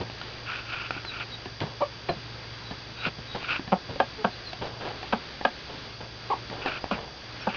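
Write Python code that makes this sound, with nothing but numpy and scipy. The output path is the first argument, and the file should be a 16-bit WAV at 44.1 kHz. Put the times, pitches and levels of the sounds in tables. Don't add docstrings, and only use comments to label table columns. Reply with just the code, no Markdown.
import sys
import numpy as np
from scipy import signal
from scipy.fft import rfft, irfft, next_fast_len
from scipy.io import wavfile
from scipy.ndimage import uniform_filter1d

SR = 44100
rng = np.random.default_rng(int(sys.argv[2]) if len(sys.argv) > 2 else 0)


def generate_wav(signal):
    frames = np.transpose(np.atleast_2d(signal))
    scaled = np.clip(frames, -1, 1) * 32767
    pcm = np.round(scaled).astype(np.int16)
    wavfile.write(sys.argv[1], SR, pcm)


N = 333396
TIME = np.arange(N) / SR
TOP_HZ = 6900


def undb(db):
    return 10 ** (np.asarray(db) / 20)


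def unit(x):
    return x / np.sqrt(np.mean(x ** 2) + 1e-18)


def add(out, start, x):
    i = int(np.clip(start * SR, 0, N - 1))
    out[i:i + len(x)] += x[:N - i]


def band(x, hz, width):
    return signal.lfilter(*signal.iirpeak(hz, hz / width, fs=SR), x)


def ring(x, hz, width, db=0):
    r, w = np.exp(-np.pi * width / SR), 2 * np.pi * hz / SR
    return undb(db) * signal.lfilter([0, r * np.sin(w)], [1, -2 * r * np.cos(w), r * r], x)


def colour(x, points):
    hz, db = np.transpose(points)
    size = next_fast_len(len(x))
    bins_hz = np.maximum(np.fft.rfftfreq(size, 1 / SR), 1)
    gain = undb(np.interp(np.log(bins_hz), np.log(hz), db))
    return unit(irfft(rfft(x, size) * gain, size)[:len(x)])


def drift(rate):
    knots = rng.standard_normal(2048)
    return np.interp(TIME * rate, np.arange(len(knots)), knots)


def fade(t, t60):
    return np.exp(-np.log(1000) * t / t60)


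def swell(t, length, crest, shape):
    rise = np.interp(t, [0, length * np.clip(crest, .05, .95), length], [0, 1, 0])
    return np.sin(np.pi / 2 * rise) ** shape


def grains(rate, spread_db):
    slips = (rng.random(N) < rate / SR) * rng.standard_normal(N)
    return unit(slips * undb(spread_db * rng.standard_normal(N)))


def tone(hz, waver_hz):
    return np.sqrt(2) * np.sin(2 * np.pi * np.cumsum(hz + waver_hz * drift(9)) / SR)


# multiple of the shaft rate, level in dB.
MOTOR_HARMONICS = [(2, -66.5), (3, -61), (4, -62.5), (6, -60)]
# centre in seconds, half-width in seconds, level change in dB.
HUM_DIPS = [(3.85, 0.46, -6), (5.45, 0.21, -28), (6.95, .3, -16)]

def motor(shaft_hz=23, waver_hz=.15, fifth_db=-49, flutter_db=3.0):
    angle = 2 * np.pi * np.cumsum(shaft_hz + waver_hz * drift(9)) / SR
    dips_db = sum(db * np.exp(-((TIME - centre) / half) ** 2) for centre, half, db in HUM_DIPS)
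    fifth = undb(fifth_db + dips_db + flutter_db * drift(15)) * np.sin(5 * angle)
    others = sum(undb(db) * np.sin(k * angle) for k, db in MOTOR_HARMONICS)
    return np.sqrt(2) * (fifth + others)


WHINE_HZ = (4702.6, 6322)
# level in dB, decay time constant in scans.
WHINE_ENVELOPES = [(-51.5, 0.45), (-55.5, .36)]

def camera_whine(scan_hz=59.94):
    scan_phase = TIME * scan_hz % 1
    return sum(undb(db) * unit(np.exp(-scan_phase / decay) * tone(hz, waver_hz=.4))
               for hz, (db, decay) in zip(WHINE_HZ, WHINE_ENVELOPES))


# frequency in Hz, relative level in dB.
AIR_SPECTRUM = [(20, -17.5), (35, -21), (55, -14.5), (90, -14), (130, -9), (220, -14), (400, -13),
                (700, -16.5), (1600, -17), (2000, -18), (4400, -19), (5700, -48)]
HISS_SPECTRUM = [(3500, -30), (4300, -8.5), (4800, 4), (5300, 1), (6000, 0.5), (6500, -4.5), (7000, -23.5)]
# frequency in Hz, level in dB, waver in Hz.
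STEADY_TONES = [(60.6, -56.5, .2), (1620, -60.5, 4), (2547, -66, 4), (3404, -58.5, 1.5)]

def background(air_db=-43.5, swell_db=1.63, hiss_db=-50.5):
    air = undb(air_db + swell_db * drift(3.8)) * colour(rng.standard_normal(N), AIR_SPECTRUM)
    hiss = undb(hiss_db) * colour(rng.standard_normal(N), HISS_SPECTRUM)
    tones = sum(undb(db) * tone(hz, waver_hz) for hz, db, waver_hz in STEADY_TONES)
    return air + hiss + tones + camera_whine() + motor()


# start in seconds, length in seconds, relative level at the crest in dB,
# crest time as a fraction of the length.
RUB_STROKES = [(0.449, 0.2, -32.5, 0.28), (0.63, 0.28, -34, .52), (0.916, 0.12, -38, .35),
               (1.076, 0.12, -37, 0.93), (1.193, 0.054, -30, 0.28), (2.956, .1, -37, 0.72),
               (3.027, 0.068, -25.5, 0.59), (3.388, 0.096, -36, 0.71), (3.465, 0.13, -25.5, 0.44),
               (6.604, 0.057, -36.5, .3), (6.644, .105, -30, 0.46), (6.732, 0.064, -32, 0.58),
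               (6.906, 0.073, -36, .2), (7.39, 0.11, -39.5, .5), (7.483, 0.049, -35, .35),
               (7.522, .07, -30.5, 0.49)]
# frequency in Hz, relative level in dB.
RUB_SPECTRUM = [(400, -16), (900, -12), (1200, -6.5), (1430, 1.5), (1700, -8.5), (2000, -14), (2300, -3.5),
                (2600, -0.5), (2950, -6.5), (3300, -12), (4000, -17.5), (5000, -21), (7000, -32)]

def rubbing(gain_db=-1, catch_db=2.5, shape=1.09):
    pressure = sum(undb(db) * swell(TIME - start, length, crest, shape)
                   for start, length, db, crest in RUB_STROKES)
    slips = grains(rate=12000, spread_db=0.4) * undb(catch_db * drift(110))
    return undb(gain_db) * pressure * colour(slips, RUB_SPECTRUM)


# start in seconds, t60 in seconds, rustle level in dB, thud in dB above the rustle.
SHUFFLES = [(0, 0.14, -29, -2), (1.607, 0.3, -28.5, -1), (2.093, 0.28, -41, 10), (2.704, 0.13, -37, -3),
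            (3.058, .12, -31, 2.5), (3.176, 0.15, -42, 4), (3.345, 0.13, -28.5, -10),
            (3.886, 0.2, -36.5, 2.5), (4.608, 0.62, -31.5, -11), (4.80, 0.65, -35, -15),
            (4.855, 0.29, -37, -21), (5.686, 0.34, -40, -9), (5.843, 0.17, -43.5, -22),
            (6, 0.33, -37.5, -11), (6.507, 1, -36.5, -9), (6.65, 0.34, -34, -25), (6.911, 0.81, -33.5, -9),
            (7.485, 0.46, -42, -19.5)]
# frequency in Hz, relative level in dB.
SHAVINGS_SPECTRUM = [(100, -10.5), (250, -6), (450, -1), (900, -3.5), (1250, -11.5), (1600, -11),
                     (2100, -18), (3000, -14.5), (5000, -22.5), (7000, -35)]

def shuffles(rise_s=0.0097, thud_hz=135, thud_width_hz=140):
    rustle = colour(grains(rate=3500, spread_db=0.5), SHAVINGS_SPECTRUM)
    rumble = band(rng.standard_normal(N), thud_hz, thud_width_hz)
    thud = unit(band(rumble, thud_hz, thud_width_hz))
    out = np.zeros(N)
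    for start, t60, db, thud_db in SHUFFLES:
        t = TIME - start
        push = np.clip(t / rise_s, 0, 1) * fade(np.maximum(t - rise_s, 0), t60)
        out += undb(db) * push * (rustle + undb(thud_db) * thud)
    return out


# start in seconds, peak level in dB, frequency of the struck spot in Hz,
# t60 of the crushing in seconds, click peak in dB above the knock's.
PECKS = [(.099, -24, 866, 0.024, -4), (0.214, -23, 1430, 0.022, 0), (0.907, -12.5, 1430, 0.022, -5.5),
         (0.965, -26, 312, 0.032, -15), (1.049, -22.5, 1350, 0.037, -5.5), (1.2, -27, 1430, 0.035, 6),
         (1.457, -24.5, 340, 0.051, -1), (1.604, -21.5, 2700, 0.024, 3), (2.712, -25, 352, 0.037, -21),
         (3.349, -27, 794, 0.041, -8), (3.429, -22, 2400, 0.01, -8), (3.595, -21.5, 338, 0.018, -20),
         (3.677, -24, 250, 0.052, -3), (3.959, -22.5, 550, 0.038, -9), (4.531, -23.5, 720, 0.055, 4.5),
         (5.029, -23.5, 810, 0.037, -2), (5.412, -19.5, 805, 0.025, -19.5), (6.499, -24.5, 217, 0.055, 0.5),
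         (6.66, -15.5, 790, 0.032, -15), (6.8418, -14.5, 765, 0.008, -15.5),
         (6.989, -26.5, 1150, 0.023, -10)]
# frequency in Hz, longest t60 in seconds, relative level in dB.
BOARD_MODES = [(360, 0.061, -13.5), (760, 0.042, -9.5), (950, 0.0091, -6), (1750, 0.045, -11.5),
               (2520, 0.02, -16.5), (3800, 0.016, -22.5)]

def pecks(crush_db=-13, click_t60=0.017, soft_t60=0.064, spot_t60=.025):
    out, t = np.zeros(N), np.arange(SR // 7) / SR
    for start, db, spot_hz, t60, click_db in PECKS:
        chips, crack = rng.standard_normal((2, len(t)))
        force = undb(crush_db) * chips * fade(t, t60) * t60 / soft_t60
        force[0] += 1
        spot = np.sin(2 * np.pi * spot_hz * t) * fade(t, min(t60, spot_t60))
        boards = sum(undb(mode_db) * np.sin(2 * np.pi * hz * t) * fade(t, min(mode_t60, t60))
                     for hz, mode_t60, mode_db in BOARD_MODES)
        knock = signal.fftconvolve(force, spot + boards)[:len(t)]
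        click = band(band(crack, hz=2400, width=2200), hz=2200, width=2200) * fade(t, click_t60)
        tap = knock / np.abs(knock).max() + undb(click_db) * click / np.abs(click).max()
        add(out, start, undb(db) * tap / np.abs(tap).max())
    return out


# start and length in seconds, first, middle and last pitch in Hz, nominal peak in dB.
PEEPS = [(1.055, 0.064, 4200, 3990, 3700, -37), (1.301, 0.061, 3900, 3860, 3700, -40),
         (2.086, 0.036, 4450, 4090, 4000, -39), (2.63, 0.097, 3980, 3930, 3870, -45),
         (2.95, 0.13, 3790, 3860, 4240, -42.5), (3.266, 0.105, 3930, 3820, 3880, -42),
         (4.322, 0.031, 4230, 4070, 4030, -44.5), (4.439, 0.072, 4760, 4170, 4000, -39.5),
         (5.933, 0.02, 4400, 4310, 4220, -43), (6.803, 0.048, 5080, 4930, 4940, -46),
         (7.4, 0.048, 5570, 5400, 5000, -45)]

def chicks(waver_hz=30, shimmer_db=4.0):
    out = np.zeros(N)
    for start, length, first_hz, middle_hz, last_hz, db in PEEPS:
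        progress = np.linspace(0, 1, int(length * SR))
        glide = np.polyfit([0, .5, 1], [first_hz, middle_hz, last_hz], 2)
        hz = np.polyval(glide, progress) + waver_hz * drift(240)[:len(progress)]
        envelope = undb(db + shimmer_db * drift(220)[:len(progress)]) * np.sin(np.pi * progress)
        add(out, start, envelope * np.sin(2 * np.pi * np.cumsum(hz) / SR))
    return out


# frequency in Hz, bandwidth in Hz, relative gain in dB.
CHEST_MODE = (224, 48, 0)
WINDPIPE_MODE = (559, 95, -9)
MOUTH_MODE = (1220, 200, -10)
BEAK_MODES = [(2510, 500, 3.6), (3060, 330, -2)]

def throat(hz, effort, opening, formant1_hz, formant2_hz, chest_db, beak_db, rasp_db, width_hz=170):
    cycles = np.cumsum(hz) / SR - .03
    k = np.arange(1, 33)[:, None]
    harmonics = np.cos(2 * np.pi * k * cycles) * np.clip((TOP_HZ - k * hz) / hz, 0, 1)
    pulses = np.sum(harmonics, axis=0) * hz / SR
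    turbulence = np.exp(-(cycles % 1) * 2) * rng.standard_normal(len(hz))
    source = effort * (pulses + undb(rasp_db) * turbulence)
    chest = undb(chest_db) * ring(source, *CHEST_MODE)
    low = ring(source, formant1_hz, width_hz) + ring(source, *WINDPIPE_MODE) + chest
    escaping = opening * source
    beak = undb(beak_db) * sum(ring(escaping, *mode) for mode in BEAK_MODES)
    high = ring(escaping, formant2_hz, width_hz) + ring(escaping, *MOUTH_MODE) + beak
    return low - high


def held_voice(hz, formant1_hz):
    voice = throat(hz, effort=1, opening=undb(-9), formant1_hz=formant1_hz, formant2_hz=1130,
                   chest_db=-20, beak_db=-12, rasp_db=-40)
    return voice / np.sqrt(uniform_filter1d(voice ** 2, size=300) + 1e-12)


# start and length in seconds, starting pitch in Hz, level in dB, first formant in Hz.
MURMURS = [(3.885, .07, 493, -42.5, 494), (4.165, 0.074, 458, -38.5, 447)]

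def murmurs(sag_hz_per_s=730, crest=0.58, shape=1.4):
    out, t = np.zeros(N), np.arange(SR // 12) / SR
    for start, length, hz, db, formant1_hz in MURMURS:
        voice = held_voice(hz - sag_hz_per_s * t, formant1_hz)
        add(out, start, undb(db) * swell(t, length, crest, shape) * voice)
    return out


# start, length and attack in seconds, low pitch in Hz, level in dB, first formant
# in Hz, delay and duration of the break in seconds, high pitch in Hz, its sag in Hz per second.
SQUEAKS = [(1.803, .041, 0.018, 338, -21, 770, 0.018, .03, 607.5, 3250),
           (6.299, 0.047, .004, 408.5, -24, 850, .0145, .023, 1193, 16660)]

def squeaks(droop=0.236, release_s=0.0098, jump_s=0.0026):
    out, t = np.zeros(N), np.arange(SR // 12) / SR
    for start, length, attack, low_hz, db, formant1_hz, delay, duration, high_hz, sag in SQUEAKS:
        effort = np.clip(np.minimum(t / attack, (length - t) / release_s), 0, 1)
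        low = low_hz * (1 - droop * (1 - effort))
        high = high_hz - sag * np.clip(t - delay, 0, duration)
        register = np.clip(np.minimum(t - delay, delay + duration - t) / jump_s + .5, 0, 1)
        voice = held_voice(low + register * (high - low), formant1_hz)
        add(out, start, undb(db) * effort * voice)
    return out


# start and length in seconds, tight and slack pitch in Hz, peak level in dB,
# crest time as a fraction of the length, first and second formant in Hz, then the relative gains
# in dB of the initial beak opening, the chest mode, the beak modes and the rasp.
CLUCKS = [(2.087, 0.033, 509, 344.2, -14.5, 0.15, 600, 1840, -11, -26, 5.5, -27),
          (3.72, 0.026, 330, 177.9, -5.5, 0.37, 765, 1390, -6, -11.5, -4.5, -53),
          (4.0, 0.023, 628, 259, -6, 0.084, 715, 1696, -3, -11, -7.5, -47.5),
          (4.2443, .016, 417, 175.7, -7, .29, 720, 1504, 0.5, -12.5, -10, -47.5),
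          (5.1248, 0.025, 764, 212.6, -9, 0.36, 796, 1595, 0, -8, -3.5, -34),
          (5.4495, 0.015, 670, 245.5, -7.5, 0.18, 690, 1644, 0, -6.5, -6, -44),
          (6.9107, 0.027, 660, 179.4, -13.5, 0.033, 587, 1280, 4.5, 1.5, -7.5, -40),
          (7.4692, 0.025, 545, 191.4, -10, .18, 780, 1600, -4, -11.5, -22, -39.5)]

def clucks(slacken_s=.0032, close_s=.01, onset_effort=.2):
    out, t = np.zeros(N), np.arange(SR // 12) / SR
    for (start, length, tight_hz, slack_hz, db, crest, formant1_hz, formant2_hz,
         open_db, chest_db, beak_db, rasp_db) in CLUCKS:
        hz = slack_hz + (tight_hz - slack_hz) * np.exp(-t / slacken_s)
        effort = np.interp(t / length, [0, crest, 1], [onset_effort, 1, 0])
        opening = undb(open_db) * np.exp(-t / close_s)
        voice = throat(hz, effort, opening, formant1_hz, formant2_hz, chest_db, beak_db, rasp_db)
        add(out, start, undb(db) * voice / np.abs(voice).max())
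    return out


def coop(direct, wet_db=-17.5, t60=0.098, delay_s=0.01):
    t = np.arange(SR // 4) / SR
    tail = band(rng.standard_normal(len(t)), hz=460, width=2400) * fade(t, t60) * (t > delay_s)
    tail /= np.sqrt(np.sum(tail ** 2))
    return direct + undb(wet_db) * signal.fftconvolve(direct, tail)[:N]


def scene():
    birds = coop(clucks() + murmurs() + squeaks() + chicks() + pecks())
    return (birds + shuffles() + rubbing() + background())[None]


def record(dry, edge_hz=5300):
    soft = signal.sosfilt(signal.butter(8, edge_hz, fs=SR, output="sos"), dry)
    return signal.sosfilt(signal.ellip(10, .2, 80, TOP_HZ, fs=SR, output="sos"), soft)


dry = scene()
out = record(dry)
generate_wav(out)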